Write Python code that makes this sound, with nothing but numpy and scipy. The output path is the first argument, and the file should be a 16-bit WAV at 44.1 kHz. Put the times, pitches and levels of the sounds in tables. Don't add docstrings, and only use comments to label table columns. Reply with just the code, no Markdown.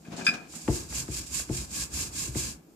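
import sys
import numpy as np
from scipy import signal
from scipy.fft import rfft, irfft
from scipy.io import wavfile
from scipy.ndimage import uniform_filter1d

SR = 44100
rng = np.random.default_rng(int(sys.argv[2]) if len(sys.argv) > 2 else 0)


def put_to_file(sound):
    columns = np.atleast_2d(sound).T
    safe = np.clip(columns, -1, 1)
    whole_steps = np.round(safe * 32767)
    wavfile.write(sys.argv[1], SR, whole_steps.astype(np.int16))


N = 121275


# frequency_hz, density_db (per Hz)
AIR_SPECTRUM = [(25, -37), (58, 5.5), (90, -13.5), (160, 6), (220, -3.5), (310, 5), (450, -7), (900, -15),
                (2000, -29), (7000, -36.5), (14000, -24)]
# frequency_hz, level_db (rms, before the waver)
HUM_PARTIALS = [(163, -61.5), (310, -66)]
AIR_DB = -56.5

# time_s, level_db
DRAG_LEVEL = [(0, -69), (.075, -49.5), (.1, -53.5), (.13, -39), (.16, -44.5), (.195, -37), (.23, -43.5),
              (.26, -44.5), (.29, -42), (.315, -45.5), (.35, -38), (.40, -53.5), (.45, -51.5), (.51, -62.5),
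              (.56, -49), (.66, -63), (.7, -68)]
# frequency_hz, density_db (per Hz)
DRAG_SPECTRUM = [(30, -34), (100, -17), (170, -2.5), (240, 3), (340, -5.5), (560, -10), (720, -5),
                 (950, -13.5), (1650, -14.5), (2000, -20), (2450, -15.5), (3200, -20.5), (7000, -22),
                 (13000, -40)]
SLIPS_PER_S, SLIP_SPREAD_DB, SLIP_DB, SLIP_RING_DB = 700, 2, -6.5, -22.5

# start_s, level_db, brightness_db_per_octave
CLACK_EVENTS = [(.05, -37, -10), (.12, -39, 2.5), (.193, -31, -8), (.209, -23.5, -9), (.2662, 1, 0.5),
                (.2735, -18, 13), (.2815, -6, 1), (.2885, -8.5, 2), (.338, -15.5, -12)]
# frequency_hz, level_db, t60_s, balance_db
PIN_MODES = [(1349, -9, 0.033, 21), (1593, 4.5, 0.069, 1), (1673, -2.5, 0.16, 7.5), (1635, -24, .07, 4),
             (2175, -11, .08, -4), (2330, -4.5, 0.18, 9.5), (2460, 3, 0.14, -4), (2469, -1, 0.15, 3.5),
             (2542, 0, .07, 14), (3531, -6, 0.048, 4), (4140, -34.5, .04, -3.5), (4730, -17, 0.065, 11),
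             (4936, -3, 0.041, 17.5), (4997, -0.5, 0.078, 7), (8140, -15, 0.018, -13),
             (9750, -23.5, 0.035, -11)]
# frequency_hz, density_db (per Hz)
CRACK_SPECTRUM = [(600, -35), (1000, -14), (1350, 15.5), (2000, -5), (3500, 5), (5000, -4.5), (8000, -7.5),
                  (12500, -16), (14000, -33)]
CLACK_DB, CLACK_BUILD_CYCLES, CLACK_LAG_S = -21.5, 5.1, 0.00008
CRACK_DB, CRACK_S, CRACK_BALANCE_DB = -24.5, 0.0016, 9
CHATTER_DB, CHATTER_S = -33.5, 0.01
GRIP_S, GRIP_DB, GRIP_FADE_S = 0.299, -9.5, 0.002

# start_s, level_db
BUMP_EVENTS = [(.083, -1.5), (.119, -1.5), (.139, 1), (0.226, -3), (0.285, 4), (0.347, -14)]
# frequency_hz, level_db, t60_s
COUNTER_MODES = [(126, -18.5, 0.18), (174, -4, 0.1), (216.5, -3, .08), (269, -9, 0.03), (686, -19.5, 0.24)]
BUMP_DB = -29.5

# start_s, level_db
TAP_EVENTS = [(0.117, -47), (0.21, -39), (0.536, -45.5), (.678, -29.5), (.925, -37), (1.08, -41.5),
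              (1.261, -57), (1.398, -38.5), (1.491, -42.5), (2.349, -39.5)]
# frequency_hz, density_db (per Hz)
TAP_SPECTRUM = [(150, -34), (500, 4), (1000, 3.5), (2000, 0), (3500, -10), (10000, -32)]
TAP_S = 0.0063

# start_s, level_db, decay_s, balance_db, top_hz, rise_s
BRUSH_EVENTS = [(0.163, -39, 0.068, 1, 7100, 0.0017), (.245, -28.5, 0.027, 2, 8140, 0.014),
                (0.335, -39.5, 0.015, 13, 5930, .005), (.551, -35.5, 0.017, -7.5, 14300, 0.0024),
                (1.261, -38, 0.024, -2, 14000, 0.0048), (1.342, -31, 0.023, -14, 12000, .004)]
# frequency_hz, density_db (per Hz)
LEFT_HISS_SPECTRUM = [(300, -15.5), (750, -19), (1080, -9.5), (1400, -25.5), (1630, -6), (1900, -14),
                      (2250, -8), (2470, -2.5), (2800, -6), (3600, -6.5), (4300, -1), (5100, 2),
                      (6800, -2.5), (8200, -6), (9500, -9.5), (12500, -11.5), (14500, -19)]
RIGHT_HISS_SPECTRUM = [(300, -53), (750, -42), (1080, -18), (1400, -56.5), (1630, -17.5), (1900, -20.5),
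                       (2470, -19), (2900, -19), (4000, -16), (5000, -13), (6100, -11.5), (7100, 1),
                       (8000, -4), (9000, -10.5), (10500, -14.5), (14500, -22.5)]
GRAIN_DB, GRAINS_PER_S, GRAIN_SPREAD_DB = -2.5, 4600, 1.5
SKIN_BALANCE_DB = -2.5
NEAR_DB, NEAR_S = -7.5, 0.003

# start_s, length_s, hiss_db, rumble_db, balance_db, fastest_point (share of stroke)
STROKE_EVENTS = [(0.465, 0.2, -20.5, -18.5, 3, 0.32), (0.638, 0.24, -3.5, 2.5, -0.5, 0.46),
                 (0.858, 0.21, 0, 3, 0.5, 0.58), (1.044, 0.22, -2.5, -0.5, 0.5, 0.6),
                 (1.272, 0.2, 2, -0.5, -1, 0.49), (1.467, 0.22, -2, 2, -0.5, 0.51),
                 (1.677, 0.22, 2, 1.5, 0, .52), (1.887, 0.25, 1, 3.5, 0, 0.4),
                 (2.089, 0.25, 2, 1, -0.5, .47), (2.305, 0.22, 0.5, 2.5, -0.5, 0.46),
                 (2.414, .16, -5.5, -2.5, 2, 0.31)]
# time_s, level_db
CONTACT_LEVEL = [(.46, -32), (.5, -20), (.56, -13), (.66, -13.5), (.87, -18), (1.25, -15.5), (1.5, -16.5),
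                 (1.9, -21), (2.3, -17), (2.52, -14.5), (2.6, -37.5)]
# frequency_hz, density_db (per Hz)
RUMBLE_SPECTRUM = [(22, -52), (38, -13.5), (56, 4.5), (75, 1), (95, -7.5), (120, -5), (190, -9),
                   (310, -11.5), (430, -21.5), (700, -24.5), (1500, -25.5), (4000, -64)]
HISS_EXPONENT, RUMBLE_EXPONENT = 2.46, 0.7
HISS_DB, RUMBLE_DB, REST_RUMBLE_DB, ROLL_RING_DB = -32.5, -42.5, -9.5, -23

# start_s, level_db, brightness_db_per_octave, deep_bass_db
THUMP_EVENTS = [(.6848, -0.5, 0.5, 4), (1.0869, -13, -3, -2), (1.4978, -6.5, -1.5, -3),
                (2.28, -17, -9.5, -10), (2.356, -8, -3, -8)]
# frequency_hz, level_db, t60_s, lag_s
BOARD_MODES = [(62.6, -3.5, 0.15, 0.0165), (78.3, 4.5, 0.056, 0.0137), (126.6, 0.5, 0.099, .0075),
               (240, -3, 0.085, 0), (315.1, 4, 0.071, 0.00039), (348.5, -5.5, 0.16, 0),
               (443.7, -10.5, 0.11, 0.00028), (624, -14, 0.048, 0.003), (703.5, -14, 0.064, 0.0053),
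               (869, -19.5, 0.15, 0), (1040, -24.5, 0.082, 0)]
THUMP_DB, THUMP_BALANCE_DB, DEEP_HZ = -17, 3.5, 90
BUILD_CYCLES = 0.4

ROOM_T60_S, ROOM_TREBLE_T60_S, ROOM_GAP_S, ROOM_LOW_HZ = 0.36, 0.14, 0.0095, 168
RUB_ROOM_DB, THUMP_ROOM_DB, CLACK_ROOM_DB = -9.5, -13, -12
LOW_CUT_HZ, TOP_HZ = 38.3, 14450


def undb(db):
    return 10 ** (np.asarray(db) / 20)


def unit(x):
    return x / np.sqrt(np.mean(x ** 2) + 1e-20)


def seconds():
    return np.arange(N) / SR


def pan(balance_db):
    return undb(np.array([[balance_db], [-balance_db]]) / 2)


def curve(points):
    return undb(np.interp(seconds(), *np.array(points).T))


def colour(x, points):
    hz, db = np.array(points).T
    frequency = np.maximum(np.fft.rfftfreq(N, 1 / SR), 1)
    gain = undb(np.interp(np.log(frequency), np.log(hz), db))
    return unit(irfft(rfft(x) * gain, N))


def muffle(x, hz):
    return signal.sosfilt(signal.butter(2, min(hz, SR / 2 - 1000), fs=SR, output="sos"), x)


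def wide_noise(split_hz=750):
    frequency = np.fft.rfftfreq(N, 1 / SR)
    mid, side = rfft(rng.standard_normal((2, N)))
    apart = frequency / np.hypot(frequency, split_hz)
    pair = np.array([mid + apart * side, mid - apart * side])
    return irfft(pair / np.sqrt(1 + apart ** 2), N)


def burst(start, rise, decay):
    age = np.maximum(seconds() - start, 0)
    return (1 - np.exp(-age / rise)) * np.exp(-age / decay)


def ring(start, hz, t60, cycles):
    out = np.zeros(N)
    first = max(int(start * SR), 0)
    age = np.maximum(np.arange(first, min(first + SR // 2, N)) / SR - start, 0)
    build_up = 1 - np.exp(-age * hz / cycles)
    decay = np.exp(-np.log(1000) * age / t60)
    out[first:first + len(age)] = np.sin(2 * np.pi * hz * age) * build_up * decay
    return out


def through(x, response):
    return signal.fftconvolve(x, np.atleast_2d(unit(response)) / np.sqrt(N), axes=1)[:, :N]


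def unevenness(rate, depth_db):
    size = int(SR / rate)
    held = rng.standard_normal(N)[np.arange(N) // size]
    return undb(depth_db * uniform_filter1d(held, size))


def slips(per_s, spread_db):
    strength_db = spread_db * np.minimum(rng.exponential(size=(2, N)), 4)
    sizes = rng.standard_normal((2, N)) * undb(strength_db)
    return unit((rng.random((2, N)) < per_s / SR) * sizes)


def pin_ring(x):
    response = sum(undb(db) * ring(0, hz, t60, 0.35) for hz, db, t60, _ in PIN_MODES)
    return through(x, response)


def background():
    hum = sum(undb(db) * np.sqrt(2) * np.sin(2 * np.pi * (hz * seconds() + rng.random()))
              for hz, db in HUM_PARTIALS)
    air = undb(AIR_DB) * colour(wide_noise(), AIR_SPECTRUM)
    return air + hum * unevenness(rate=8, depth_db=2.5)


def drag():
    judder = slips(SLIPS_PER_S, SLIP_SPREAD_DB)
    scrape = colour(wide_noise() + undb(SLIP_DB) * judder[0], DRAG_SPECTRUM)
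    friction = scrape + undb(SLIP_RING_DB) * pin_ring(judder)
    return curve(DRAG_LEVEL) * friction * unevenness(rate=140, depth_db=0.5) * pan(3.9)


def clacks():
    modes = np.zeros((2, N))
    cracks = np.zeros(N)
    for start, db, tilt_db in CLACK_EVENTS:
        for hz, mode_db, t60, balance_db in PIN_MODES:
            level_db = CLACK_DB + db + mode_db + tilt_db * np.log2(hz / 2400)
            modes += pan(balance_db) * undb(level_db) * ring(start, hz, t60, CLACK_BUILD_CYCLES)
        cracks += undb(CRACK_DB + db) * burst(start, 0.00024, CRACK_S)
        cracks += undb(CHATTER_DB + db) * burst(start, 0.001, CHATTER_S)
    left, right = modes * curve([(GRIP_S, 0), (GRIP_S + GRIP_FADE_S, GRIP_DB)])
    late_right = np.interp(seconds() - CLACK_LAG_S, seconds(), right)
    crack_noise = cracks * colour(wide_noise(), CRACK_SPECTRUM)
    return np.array([left, late_right]) + pan(CRACK_BALANCE_DB) * crack_noise


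def bumps():
    out = np.zeros(N)
    for start, db in BUMP_EVENTS:
        for hz, mode_db, t60 in COUNTER_MODES:
            out += undb(BUMP_DB + db + mode_db) * ring(start, hz, t60, BUILD_CYCLES)
    return pan(2) * out


def taps():
    envelope = sum(undb(db) * burst(start, 0.00024, TAP_S) for start, db in TAP_EVENTS)
    return colour(wide_noise(), TAP_SPECTRUM) * envelope


def skin():
    rub = wide_noise() + undb(GRAIN_DB) * slips(GRAINS_PER_S, GRAIN_SPREAD_DB)
    reflections = through(rub, wide_noise() * burst(0.00033, 0.0012, NEAR_S))
    left, right = rub + undb(NEAR_DB) * reflections
    hiss = np.array([colour(left, LEFT_HISS_SPECTRUM), colour(right, RIGHT_HISS_SPECTRUM)])
    return hiss * pan(SKIN_BALANCE_DB)


def brushes():
    rub = skin()
    return sum(undb(db) * pan(balance_db) * burst(start, rise, decay) * muffle(rub, top_hz)
               for start, db, decay, balance_db, top_hz, rise in BRUSH_EVENTS)


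def hand_speed(start, length, fastest):
    peak = start + length * np.clip(fastest, 0.2, 0.8)
    phase = np.interp(seconds(), [start, peak, start + length], [0, np.pi / 2, np.pi])
    return np.abs(np.sin(phase))


def rolling():
    contact = curve(CONTACT_LEVEL)
    hiss_power = np.ones((2, 1)) * contact ** 2
    rumble_power = (undb(REST_RUMBLE_DB) * contact) ** 2
    for start, length, hiss_db, rumble_db, balance_db, fastest in STROKE_EVENTS:
        speed = hand_speed(start, length, fastest)
        hiss_power += (undb(hiss_db) * pan(balance_db) * speed ** HISS_EXPONENT) ** 2
        rumble_power += (undb(rumble_db) * speed ** RUMBLE_EXPONENT) ** 2
    palms = skin() + undb(ROLL_RING_DB) * pan(4.1) * pin_ring(wide_noise())
    hiss = undb(HISS_DB) * np.sqrt(hiss_power) * palms * unevenness(rate=90, depth_db=1.5)
    rumble = undb(RUMBLE_DB) * np.sqrt(rumble_power) * colour(wide_noise(), RUMBLE_SPECTRUM) * pan(0.47)
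    return hiss + rumble


def thumps():
    out = np.zeros(N)
    for start, db, tilt_db, deep_db in THUMP_EVENTS:
        for hz, mode_db, t60, lag in BOARD_MODES:
            level_db = THUMP_DB + db + mode_db + tilt_db * np.log2(hz / 200) + deep_db * (hz < DEEP_HZ)
            out += undb(level_db) * ring(start + lag, hz, t60, BUILD_CYCLES)
    return pan(THUMP_BALANCE_DB) * out


def kitchen(x):
    noise = wide_noise()
    low = muffle(noise, 1800)
    low_tail = low * burst(ROOM_GAP_S, 0.0052, ROOM_T60_S / np.log(1000))
    treble_tail = (noise - low) * burst(ROOM_GAP_S, 0.0052, ROOM_TREBLE_T60_S / np.log(1000))
    bass_cut = signal.butter(2, ROOM_LOW_HZ, "high", fs=SR, output="sos")
    return through(x, signal.sosfilt(bass_cut, low_tail + treble_tail))


def scene():
    rub = drag() + bumps() + taps() + brushes() + rolling()
    clack, thump = clacks(), thumps()
    echoes = kitchen(undb(RUB_ROOM_DB) * rub + undb(THUMP_ROOM_DB) * thump + undb(CLACK_ROOM_DB) * clack)
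    return rub + thump + clack + echoes + background()


def record(dry):
    thin = signal.sosfilt(signal.butter(3, LOW_CUT_HZ, "high", fs=SR, output="sos"), dry)
    return signal.sosfilt(signal.ellip(10, 0.2, 80, TOP_HZ, fs=SR, output="sos"), thin)


dry = scene()
out = record(dry)
put_to_file(out)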